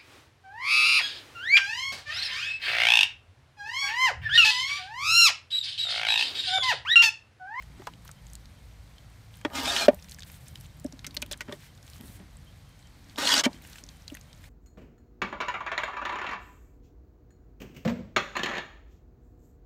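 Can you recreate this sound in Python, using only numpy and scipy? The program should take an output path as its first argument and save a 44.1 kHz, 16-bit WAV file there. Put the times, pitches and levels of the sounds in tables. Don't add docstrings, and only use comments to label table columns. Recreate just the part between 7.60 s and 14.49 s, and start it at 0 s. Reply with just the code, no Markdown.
import sys
import numpy as np
from scipy import signal
from scipy.io import wavfile
from scipy.ndimage import uniform_filter1d

SR = 44100
rng = np.random.default_rng(int(sys.argv[2]) if len(sys.argv) > 2 else 0)


def to_linear_factor(level_db):
    exponent = np.asarray(level_db, float) / 20
    return 10 ** exponent


def put_to_file(sound):
    columns = np.atleast_2d(sound).T
    safe = np.clip(columns, -1, 1)
    whole_steps = np.round(safe * 32767)
    wavfile.write(sys.argv[1], SR, whole_steps.astype(np.int16))


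N = 303849

# (frequency [Hz], density [dB/Hz])
AIR_SPECTRUM = [(15, -36), (25, -2), (70, 2), (127, -1.5), (427, -34.5), (516, -17.5), (1480, -24.5),
                (2220, -24), (2760, -32), (3160, -23.5), (4870, -29.5), (9320, -38), (14800, -42.5),
                (16000, -51)]
# (time [s], cycle rate [Hz], level [dB])
ENGINE_CURVE = [(0.0, 28.12, -50.5), (1.92, 27.22, -51.5), (3.67, 24.25, -51.5), (4.05, 24.38, -57),
                (4.72, 23.67, -55), (6.62, 25.41, -55), (6.75, 24.6, -62), (6.89, 26.4, -60)]
# (multiple of cycle rate [-], level [dB])
ENGINE_ORDERS = [(2, -2.5), (3, -7), (4, -6), (5, -11.5), (6, -9), (7, -15)]
# (time [s], peak [dB])
CHIRPS = [(0.565, -59), (0.96, -62), (1.36, -61), (2.88, -61), (3.64, -63), (4.07, -59), (4.53, -60),
          (4.865, -50), (5.235, -57), (5.94, -55), (6.32, -60), (6.68, -61)]
# (start [s], end [s], fizz level [dB], top fizz level [dB])
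RUSTLES = [(0, .05, -57, -68), (.17, 0.313, -63.5, -79), (.44, .52, -63, -70), (0.64, 0.765, -72, -68),
           (1.717, 1.82, -62.5, -67), (2.29, 2.483, -66, -61), (2.78, 2.96, -68, -62),
           (2.468, 2.561, -55.5, -58), (2.55, 2.642, -66, -69), (2.639, 2.795, -58.5, -54),
           (2.848, 2.902, -56.5, -65), (2.94, 3.078, -61.5, -64), (3.173, 3.265, -82, -71),
           (3.898, 4.102, -58.5, -62.5), (4.221, 4.412, -63.5, -62), (4.4, 4.51, -62, -55),
           (4.45, 4.59, -60.5, -55), (5.432, 5.552, -67, -80), (5.89, 6.003, -60, -72),
           (6.011, 6.228, -56, -59.5), (6.28, 6.448, -66, -73), (6.474, 6.587, -63, -64.5),
           (6.805, 6.89, -62.5, -65)]
# (middle [s], level [dB], length [s])
HEAVES = [
    (0.25, -62, 0.2),
    (2.1, -57, 0.3),
    (3.6, -60, 0.3),
    (3.92, -56, .07),
    (4.44, -56, 0.09),
    (4.62, -56, .08),
    (5.8, -56, 0.3),
]
# (time [s], peak [dB], pitch [Hz])
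FILM_TICKS = [(2.3452, -35, 12600), (2.3891, -55, 12300), (2.4116, -67, 10500), (2.4116, -52, 14800),
              (2.4235, -50, 11200), (2.4405, -48, 11900), (2.4889, -44, 12400), (2.5118, -46, 11100),
              (2.5258, -61, 13400), (2.5258, -41, 12100), (2.5408, -36, 14100), (2.5617, -49, 11900),
              (2.648, -44, 12300), (2.7174, -36, 12300), (2.8157, -53, 13200), (2.8396, -50, 11900),
              (2.8581, -53, 11700), (2.8825, -49, 11700), (2.9109, -69, 12700), (2.9109, -46, 12300),
              (2.9404, -50, 12800), (2.9593, -49, 14400), (2.9748, -47, 13500), (3.0012, -43, 11400),
              (3.0097, -45, 14800), (3.0357, -50, 15200), (3.1684, -47, 12600), (3.2003, -44, 15000),
              (2.3453, -42, 8560), (2.3967, -53, 6720), (2.3967, -44, 5680), (2.4237, -46, 9810),
             (2.4306, -44, 5030), (2.4441, -39, 6910), (2.4945, -53, 9630), (2.4945, -39, 6330),
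             (2.512, -35, 7200), (2.5184, -36, 6980), (2.5454, -35, 5880), (2.5858, -52, 9110),
             (2.5858, -44, 8650), (2.5933, -40, 5280), (2.6322, -41, 5100), (2.7005, -42, 5570),
             (2.8672, -46, 5710), (2.8826, -37, 7390), (2.9415, -52, 9760), (2.955, -39, 8750),
             (2.9749, -46, 5220), (3.0093, -56, 6870), (3.0093, -41, 5630), (3.0462, -46, 5820),
             (3.0647, -42, 8040), (3.1974, -44, 7880),
              (5.9123, -52, 6230), (5.9302, -46, 6160), (5.9756, -48, 6610), (6.0205, -43, 14300),
              (6.0395, -43, 6440), (6.0719, -40, 9400), (6.0983, -40, 8520), (6.1597, -37, 7050),
              (6.1876, -41, 8540), (6.238, -35, 6050), (6.264, -45, 6300), (6.2884, -42, 6350),
              (6.3697, -49, 9420), (6.4211, -47, 6000), (6.4211, -45, 6450), (6.479, -40, 6380),
              (6.4999, -44, 9700), (6.5438, -35, 6790), (6.5683, -42, 13600), (6.5962, -47, 12300),
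              (6.6117, -41, 6260), (6.6371, -49, 8200), (6.7289, -45, 6530), (6.7489, -46, 7220),
              (6.7768, -48, 6290), (6.8117, -49, 13000), (6.8202, -48, 8660), (6.8401, -50, 6060),
              (6.8596, -51, 12700), (6.8651, -48, 11500),
              (0.0323, -45, 8290), (0.2404, -49, 6050), (0.2688, -44, 6020), (0.4494, -40, 13400),
               (0.4793, -37, 6160), (0.5137, -34, 7710), (0.6679, -38, 7290), (0.7003, -43, 6160),
               (0.7332, -36, 8430), (0.7532, -31, 8570), (0.856, -50, 6470), (1.7559, -41, 8170),
               (1.8118, -48, 7190), (1.8492, -41, 6170),
              (3.9228, -41, 7810), (3.9238, -39, 6780), (4.1508, -43, 6480), (4.2282, -42, 6210),
              (4.2661, -42, 6940), (4.2995, -39, 6090), (4.3643, -45, 6660), (4.3813, -43, 8300),
              (4.4097, -36, 11800), (4.5923, -45, 9100), (4.7101, -53, 6770), (4.7699, -40, 8250),
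              (5.192, -48, 7010), (5.2713, -51, 6690), (5.4434, -49, 6140), (5.4963, -51, 6150)]
# (time [s], peak [dB], pitch [Hz], spray re peak [dB])
TIPPED_LUMPS = [(0.023, -39, 1950, -4), (0.219, -35, 815, -25), (0.27, -20.5, 950, -27),
                (0.336, -38, 2970, -28), (0.454, -39.5, 1200, -6), (0.477, -39, 3290, -2),
                (0.491, -34, 1270, -13), (0.514, -33.5, 7140, -22), (0.733, -36.5, 8430, -9),
                (0.753, -35, 4600, -1), (1.382, -38.5, 3240, -24)]
# (time [s], peak [dB], pitch [Hz], spray re peak [dB])
SNAGGED_LUMPS = [
    (1.74, -37.5, 3670, -19),
    (1.813, -36.5, 2280, -18),
    (1.8487, -23, 2100, -37),
    (1.9006, -36, 2020, -17),
    (2.163, -9, 2980, -35),
    (2.2827, -20.5, 2440, -23),
    (2.3451, -34.5, 12650, 0),
    (5.5588, -31, 3550, -28),
    (5.5847, -21, 3500, -5),
    (5.6725, -10, 3220, -24),
]
# (time [s], peak [dB], pitch [Hz], spray re peak [dB], T60 [s])
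DROPPED_LUMPS = [(3.4441, -25.5, 2200, -22, 0.034), (3.4655, -23, 6140, -12, 0.032),
                 (3.4704, -36, 1430, -16.5, 0.016), (3.5079, -36, 3950, -22, 0.021),
                 (3.5433, -37, 2480, -3, 0.023), (3.5474, -30, 12100, -26, 0.025),
                 (3.5668, -17.5, 3940, -19, 0.012), (3.5704, -17.5, 3920, -19.5, 0.014),
                 (3.6184, -23, 5860, -16.5, 0.026), (3.6237, -19.5, 2500, -6.5, 0.019),
                 (3.6616, -38, 3080, -1, 0.02), (3.7125, -23.5, 3500, -11, 0.025),
                 (3.7174, -25, 4150, -18, 0.028), (3.7239, -17, 7200, -26, 0.014),
                 (3.7304, -21.5, 3500, -27, 0.021), (3.7404, -33, 1780, -21.5, 0.019),
                 (3.7738, -40, 8000, -6, 0.03), (3.8067, -21, 2100, -15, 0.035),
                 (3.8144, -34, 5500, -22, 0.03), (3.8796, -40, 1380, -25.5, 0.025),
                 (3.9144, -34, 1100, -24, 0.025), (3.9235, -27, 3320, -14, 0.03)]
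# (time [s], peak [dB], pitch [Hz])
SAUCE_SNAPS = [(2.4443, -38.5, 2020), (2.4947, -36, 6330), (2.5114, -33.5, 9440), (2.5187, -31, 4160),
               (2.5456, -36, 5870), (2.586, -35.5, 1840), (2.6045, -35, 4570), (2.6214, -31, 3410),
               (2.6319, -30, 3280), (2.6983, -37.5, 2200), (2.7414, -39, 3310), (2.8823, -36, 9000),
               (2.9557, -29.5, 3380), (3.244, -34, 9000), (3.3238, -33, 5500), (3.3917, -34, 4000),
               (4.2782, -37.5, 3640), (4.3331, -37, 4300), (4.7701, -54, 10000), (5.9303, -35.5, 4250),
               (6.049, -36, 2110), (6.1303, -34, 3730), (6.1567, -33, 2340), (6.1832, -32.5, 2610),
               (6.2381, -35, 6100), (6.2889, -33.5, 4300), (6.479, -27, 4300), (6.5, -33.5, 2660),
               (6.5484, -33.5, 1817), (6.5693, -32.5, 2400),
               (0.45, -42.5, 8800), (0.667, -45, 4040), (0.856, -38, 3800), (1.77, -42, 13000),
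           (2.39, -41, 2520), (2.4239, -38.5, 4570), (2.4854, -38, 3490), (2.5404, -39.5, 12500),
           (2.5934, -35, 6200), (2.7174, -39, 12300), (2.8709, -41, 2505), (3.0096, -36, 11000),
           (3.0579, -39, 3330), (3.1976, -39, 7880), (3.2625, -35.5, 5670), (4.1759, -42.5, 3910),
           (4.2283, -40, 5550), (4.2992, -40, 10000), (4.4099, -37.5, 3130), (5.4964, -38, 3780),
           (5.5674, -40, 5130), (6.0216, -41, 12000), (6.074, -40, 12000), (6.099, -39, 12500),
           (6.127, -40, 12500), (6.55, -31, 11000), (6.6117, -38, 6260), (6.7294, -35.5, 3530),
           (6.8402, -39.5, 1780)]
# (time [s], peak [dB], pitch [Hz])
PLOPS = [(3.247, -44, 1750), (3.324, -46, 2050), (3.324, -44, 650), (3.391, -44, 1750), (3.466, -37, 2050),
         (4.032, -48, 1350), (4.043, -45, 2200), (4.183, -49, 1500), (4.265, -48, 2400), (4.278, -46, 900),
         (4.358, -45, 1300), (4.41, -47, 750), (4.592, -47, 650), (5.271, -45, 6000), (5.487, -46, 1600),
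         (3.729, -30, 1350), (3.625, -33, 1500), (5.559, -42, 570), (6.265, -43, 6000)]
# (time [s], low mode peak [dB], low mode [Hz], second mode [dB], upper modes [dB])
BLOWS = [(0.196, -40, 371, -54.5, -54), (1.849, -21, 307, -30, -21), (2.282, -13, 259, -3.5, -19),
         (2.331, -37, 180, -39.5, -48), (3.47, -45, 270, -58, -65), (3.568, -48, 300, -46, -48),
         (3.807, -52, 300, -50, -42), (6.23, -49, 275, -60, -75), (3.247, -24.5, 274, -34.5, -60),
         (3.33, -40.5, 263, -60.5, -74), (3.624, -40.5, 253, -44.5, -54), (3.712, -49.5, 360, -41.5, -40),
         (3.883, -36, 238, -50, -42), (3.893, -39.5, 170, -42, -41), (3.924, -42, 397, -38, -37),
         (4.402, -41, 224, -71, -54), (4.433, -42.5, 205, -75, -56), (4.492, -41, 183, -72, -57),
         (4.599, -41, 190, -60, -52), (5.581, -28, 283, -37.5, -28), (5.86, -13.5, 251, -26.5, -25),
         (6.517, -34.5, 284.9, -49.5, -61)]
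# (frequency [Hz], level [dB], T60 [s])
UPPER_MODES = [(910, -1, 0.029), (1216, -5, 0.052), (1500, 0.5, 0.01), (1860, 1, .04), (2235, -2, 0.015),
               (3220, -6.5, 0.018)]
# (time [s], rasp level [dB])
STROKES = [
    [(1.9, -71), (1.955, -34), (1.985, -31.5), (2.03, -37), (2.062, -29.5), (2.15, -30), (2.17, -26.5),
     (2.256, -32), (2.28, -52)],
    [(5.572, -58), (5.581, -33.5), (5.679, -25), (5.71, -22.5), (5.808, -23.5), (5.826, -56)],
    [(5.834, -40), (5.838, -24.5), (5.857, -26.5), (5.875, -46.5)],
]
# (frequency [Hz], density [dB/Hz])
WALL_RESPONSE = [(110, -44), (180, -14), (202, -19), (275, -7), (364, -14), (656, -1.5), (860, -5),
                 (1160, -3), (1840, -1.5), (2000, 0.5), (2240, -5.5), (3210, -1.5), (9000, -23),
                 (11700, -46.5), (19800, -120)]
LOW_WALL_HZ = [215, 283, 400, 490, 571, 668, 800, 926, 1050, 1170, 1240]
# (middle [s], frequency [Hz], level re rasp [dB])
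STREAKS = [(2.004, 1250, -5), (2.054, 2360, -7), (2.093, 3700, -2), (2.129, 4550, -4), (2.195, 4330, 0.5),
           (2.235, 4110, 2.5), (2.229, 2510, -5), (5.629, 1240, -12), (5.672, 4175, -2.5),
           (5.719, 3320, -3), (5.74, 4700, -5), (5.77, 5600, -7), (5.79, 4340, -4.5), (5.801, 6130, -8),
           (1.96, 290, -9), (2.0, 290, -10), (2.055, 290, -17), (2.09, 670, -10), (2.22, 660, -13),
           (2.255, 225, -11), (1.975, 1170, -6), (5.64, 280, -15), (5.645, 570, -10), (5.71, 920, -12),
           (5.76, 290, -21), (5.79, 310, -18), (5.8, 600, -17), (5.65, 9000, -18), (5.68, 10000, -15),
           (5.74, 11700, -18), (5.857, 2285, -1.5), (5.855, 3100, -4)]
# (time [s], peak [dB])
GRABS = [(1.952, -27), (1.984, -23), (2.054, -21), (2.088, -20), (2.119, -22), (2.218, -19), (5.605, -24),
         (5.688, -16), (5.702, -18), (5.717, -15), (5.728, -15), (5.738, -14), (5.763, -18), (5.778, -15),
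         (5.796, -16), (5.852, -17)]

FIRM_STROKE_DB = -28


def set_rms_db(x, db):
    return x * to_linear_factor(db) / np.sqrt(np.mean(x ** 2))


def band(x, lo_hz, hi_hz, order=2):
    return signal.sosfilt(signal.butter(order, [lo_hz, min(hi_hz, .45 * SR)], "bandpass", fs=SR, output="sos"), x)


def read(table):
    s, *columns = np.transpose(table)
    return [np.interp(np.arange(N) / SR, s, c) for c in columns]


def walk(rate_hz, size=N):
    k = int(SR / rate_hz)
    held = np.repeat(rng.standard_normal(size // k + 1), k)
    return 1.3 * uniform_filter1d(uniform_filter1d(held, k), k)[:size]


def clicks(rate_hz, spread_db):
    hit = rng.random(N) < rate_hz / SR
    return set_rms_db(hit * rng.standard_normal(N) * to_linear_factor(spread_db * rng.exponential(size=N)), 0)


def add(out, s, sound):
    i = int(s * SR)
    out[i:i + len(sound)] += sound[:N - i]


def ring(hz, t60_s, rise_s):
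    t = np.arange(SR // 8) / SR
    shape = (1 - np.exp(-(t / rise_s) ** 2)) * to_linear_factor(-60 * t / t60_s)
    return shape / shape.max() * np.sin(2 * np.pi * hz * t)


def air():
    out = 0
    f_hz, density_db = np.transpose(AIR_SPECTRUM)
    for hz in 32 * 2 ** np.arange(0, 9, .5):
        flicker_db = 2.5 * walk(4) * min(200 / hz, 1)
        db = np.interp(np.log(hz), np.log(f_hz), density_db) + flicker_db
        out = out + to_linear_factor(db) * band(rng.standard_normal(N), hz / 2 ** .25, hz * 2 ** .25)
    return set_rms_db(out, -52)


def engine():
    cycle_hz, db = read(ENGINE_CURVE)
    phase = 2 * np.pi * np.cumsum(cycle_hz * (1 + 0.0057 * walk(13))) / SR
    out = 0
    for k, order_db in ENGINE_ORDERS:
        fade_db = 2.5 * walk(1.5) + 3.0 * walk(8)
        out = out + to_linear_factor(order_db + fade_db) * np.sin(int(k) * phase + k ** 2)
    return to_linear_factor(db) * out


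def cricket():
    reed_hz, chirp_s = 3140, 0.045
    reed = set_rms_db(band(rng.standard_normal(N), reed_hz - 60, reed_hz + 60), 0)
    gain = to_linear_factor(-80 + 4.0 * walk(12))
    t = np.arange(int(chirp_s * SR)) / SR
    for s, db in CHIRPS:
        add(gain, s, to_linear_factor(db - 9) * np.sin(np.pi * t / chirp_s))
    return gain * reed


def sauce_slide():
    t = np.arange(N) / SR
    gains = np.full((2, N), to_linear_factor(-69))
    for t0, t1, fizz_db, top_db in RUSTLES:
        spell = np.clip(np.minimum(t - t0, t1 - t) / 0.035, 0, 1)
        gains += spell * to_linear_factor(np.array([[fizz_db], [top_db]]))
    out = 0
    flutter = to_linear_factor(1.6 * walk(60))
    snaps = clicks(rate_hz=90, spread_db=1.5)
    smear = to_linear_factor(-60 * np.arange(256) / SR / 0.00387) * rng.standard_normal(256)
    for hz in 1800 * 1.4 ** np.arange(7):
        pops = signal.fftconvolve(clicks(rate_hz=80, spread_db=1.5) + .7 * snaps, smear)[:N]
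        gain = gains[0] * to_linear_factor(-9) if hz < 7500 else gains[1] * to_linear_factor(-7.0)
        fizz = gain * flutter * set_rms_db(band(rng.standard_normal(N), hz / 1.3, hz * 1.19), -2)
        pops = np.sqrt(gain) * set_rms_db(band(pops, hz / 1.19, hz * 1.19), -37.5 - hz / 2500)
        out = out + fizz + pops
    return out


def leaf_rumble():
    t = np.arange(N) / SR
    leaf = rng.standard_normal(N)
    heave = to_linear_factor(-68.5)
    for s, db, length_s in HEAVES:
        heave = heave + to_linear_factor(db) * np.exp(-((t - s) / length_s) ** 2 * 2)
    body = set_rms_db(band(leaf, 160, 330), 0) + set_rms_db(band(leaf, 330, 1300, order=1), -8)
    return heave * to_linear_factor(3.0 * walk(10)) * body


def ticks():
    t60_s, pitch_spread = .007, .12
    out, t = np.zeros(N), np.arange(400) / SR
    rows = FILM_TICKS
    fade = to_linear_factor(-60 * t / t60_s) * np.minimum(t / .0003, 1)
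    for (s, db, hz), (a, b) in zip(rows, rng.standard_normal((len(rows), 2, 5, 1))):
        pop = fade * np.sin(2 * np.pi * hz * (1 + pitch_spread * a) * t + 3 * b).sum(axis=0)
        add(out, s, to_linear_factor(db - 3) * pop / np.abs(pop).max())
    return out


def splats():
    base_t60_s, t60_s_per_db, pitch_cycles = 0.008, 0.0006, 9
    closing_spray_db = -22
    out, t = np.zeros(N), np.arange(2048) / SR
    short = TIPPED_LUMPS + SNAGGED_LUMPS
    short = short + [row + (closing_spray_db,) for row in SAUCE_SNAPS + PLOPS]
    lumps = list(DROPPED_LUMPS)
    for s, db, hz, spray_db in short:
        t60_s = base_t60_s + t60_s_per_db * max(db + 40, 0) + pitch_cycles / hz
        lumps.append((s, db, hz, spray_db, t60_s))
    for (s, db, hz, spray_db, t60_s), (a, b) in zip(lumps, rng.standard_normal((len(lumps), 2, 2048))):
        fade = to_linear_factor(-60 * t / t60_s) * np.minimum(t / .0008, 1)
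        body = band(a * fade, hz / 1.094, hz * 1.11, order=1)
        wide = band(a * fade, hz / 2.2, hz * 1.45)
        spray = band(b * fade ** 2.1, 7500, 16000)
        puff = body / np.abs(body).max() + 0.5 * wide / np.abs(wide).max()
        add(out, s, to_linear_factor(db) * (0.53 * puff + to_linear_factor(spray_db) * spray / np.abs(spray).max()))
    return out


def blows():
    second_hz, third_hz = 592, 410
    out, t = np.zeros(N), np.arange(SR // 8) / SR
    chance = rng.standard_normal((len(BLOWS), len(UPPER_MODES) + len(t)))
    for (s, low_db, low_hz, second_db, upper_db), row in zip(BLOWS, chance):
        t60_s = 0.033 + 0.0008 * max(-12 - low_db, 0)
        between_db = (low_db + upper_db) / 2
        nudge, noise = row[:len(UPPER_MODES)], row[len(UPPER_MODES):]
        upper = 0
        for (hz, db, mode_t60_s), n in zip(UPPER_MODES, nudge):
            upper = upper + to_linear_factor(db + 1.5 * n) * ring(hz * (1 + .015 * n), mode_t60_s, 0.0018)
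        deep = to_linear_factor(low_db - 1.5) * ring(low_hz, t60_s, 0.0055)
        deep -= to_linear_factor(second_db + 4.5) * ring(second_hz, .75 * t60_s, .003)
        deep += (to_linear_factor(second_db - 13) + to_linear_factor(between_db - 6)) * ring(third_hz, .6 * t60_s, 0.0025)
        slosh_fade = to_linear_factor(-60 * t / 0.15)
        slosh = to_linear_factor(low_db - 1.5) * band(noise * slosh_fade * np.minimum(t / .01, 1), 170, 380)
        slosh = slosh + to_linear_factor(between_db + 4) * band(noise * slosh_fade, 330, 800)
        grit = to_linear_factor(upper_db + 6.5) * band(noise * to_linear_factor(-60 * t / .04), 700, 2600)
        add(out, s, deep + to_linear_factor(upper_db - 6) * upper + slosh + grit)
    return out


def wall_modes(slips):
    f_hz, density_db = np.transpose(WALL_RESPONSE)
    boom, rasp = 0, 0
    high_hz = np.cumsum(90 + 220 * rng.random(40)) + 1280
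    for hz in np.append(LOW_WALL_HZ, high_hz):
        flare_db = min(hz / 200, 3.5) * walk(35.15, size=len(slips))
        gain = to_linear_factor(np.interp(np.log(hz), np.log(f_hz), density_db) + flare_db)
        mode = gain * set_rms_db(band(slips, hz - 18 - .014 * hz, hz + 18 + 0.016 * hz, order=1), 0)
        if hz < 1300:
            boom = boom + mode
        else:
            rasp = rasp + mode
    return boom, rasp


def drags():
    grab_s, grab_db = .003, -17
    out = np.zeros(N)
    all_slips = clicks(rate_hz=9000, spread_db=1.3) * to_linear_factor(1.5 * walk(150))
    for stroke in STROKES:
        t0, t1 = stroke[0][0], stroke[-1][0]
        part = slice(int(t0 * SR), int(t1 * SR))
        push_db = read(stroke)[0][part] - FIRM_STROKE_DB
        slips, t = all_slips[part], np.arange(N)[part] / SR
        boom, rasp = wall_modes(slips)
        rasp = rasp / np.sqrt(uniform_filter1d(rasp ** 2, size=900))
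        rasp = band(rasp, 1550, 8300)
        for s, hz, streak_db in STREAKS:
            if t0 < s < t1:
                half_s = .5 * (0.018 + min(50 / hz, .032))
                swell = np.exp(-((t - s) / half_s) ** 4)
                half_hz = min(.1 * hz, 80)
                rasp = rasp + swell * set_rms_db(band(slips, hz - half_hz, hz + half_hz), streak_db)
        boom = set_rms_db(band(boom, 200, 1300), 2.5)
        grab = 0
        for s, db in GRABS:
            grab = grab + to_linear_factor(db + grab_db - FIRM_STROKE_DB) * np.exp(-((t - s - grab_s) / grab_s) ** 2)
        top = band(np.roll(slips, shift=200), 9800, 14500, order=1)
        top = set_rms_db(top, 1.5 * walk(60, size=len(slips)))
        touch = np.clip(np.minimum((t - t0) / 0.004, (t1 - t) / 0.012), 0, 1)
        layers = (to_linear_factor(push_db - .8) + grab) * rasp
        layers = layers + to_linear_factor(-9.5 + 0.35 * push_db) * boom + to_linear_factor(-20 + 0.45 * push_db) * top
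        out[part] = touch * to_linear_factor(FIRM_STROKE_DB) * layers
    return out


def scene():
    near = drags() + blows() + splats() + ticks()
    tail = rng.standard_normal(4096) * to_linear_factor(-60 * np.arange(4096) / SR / .05)
    echo = band(tail, 200, 3000, order=1) / np.sqrt(np.sum(tail ** 2))
    near = near + to_linear_factor(-8.5) * signal.fftconvolve(near, echo)[:N]
    return (near + sauce_slide() + leaf_rumble() + engine() + cricket() + air())[None]


def top_cut(x):
    return signal.sosfilt(signal.butter(12, 16520, fs=SR, output="sos"), x)


def record(dry):
    low_hz, dip_hz, top_hz, overload = 36, 10260, 15450, .71
    x = signal.sosfilt(signal.butter(3, low_hz, "highpass", fs=SR, output="sos"), dry)
    x = x - .4 * band(x, dip_hz - 400, dip_hz + 400, order=1)
    x = np.clip(x, -overload, overload)
    x = signal.sosfilt(signal.ellip(6, .2, 32, top_hz, fs=SR, output="sos"), x)
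    return top_cut(x)


dry = scene()
out = record(dry)
put_to_file(out)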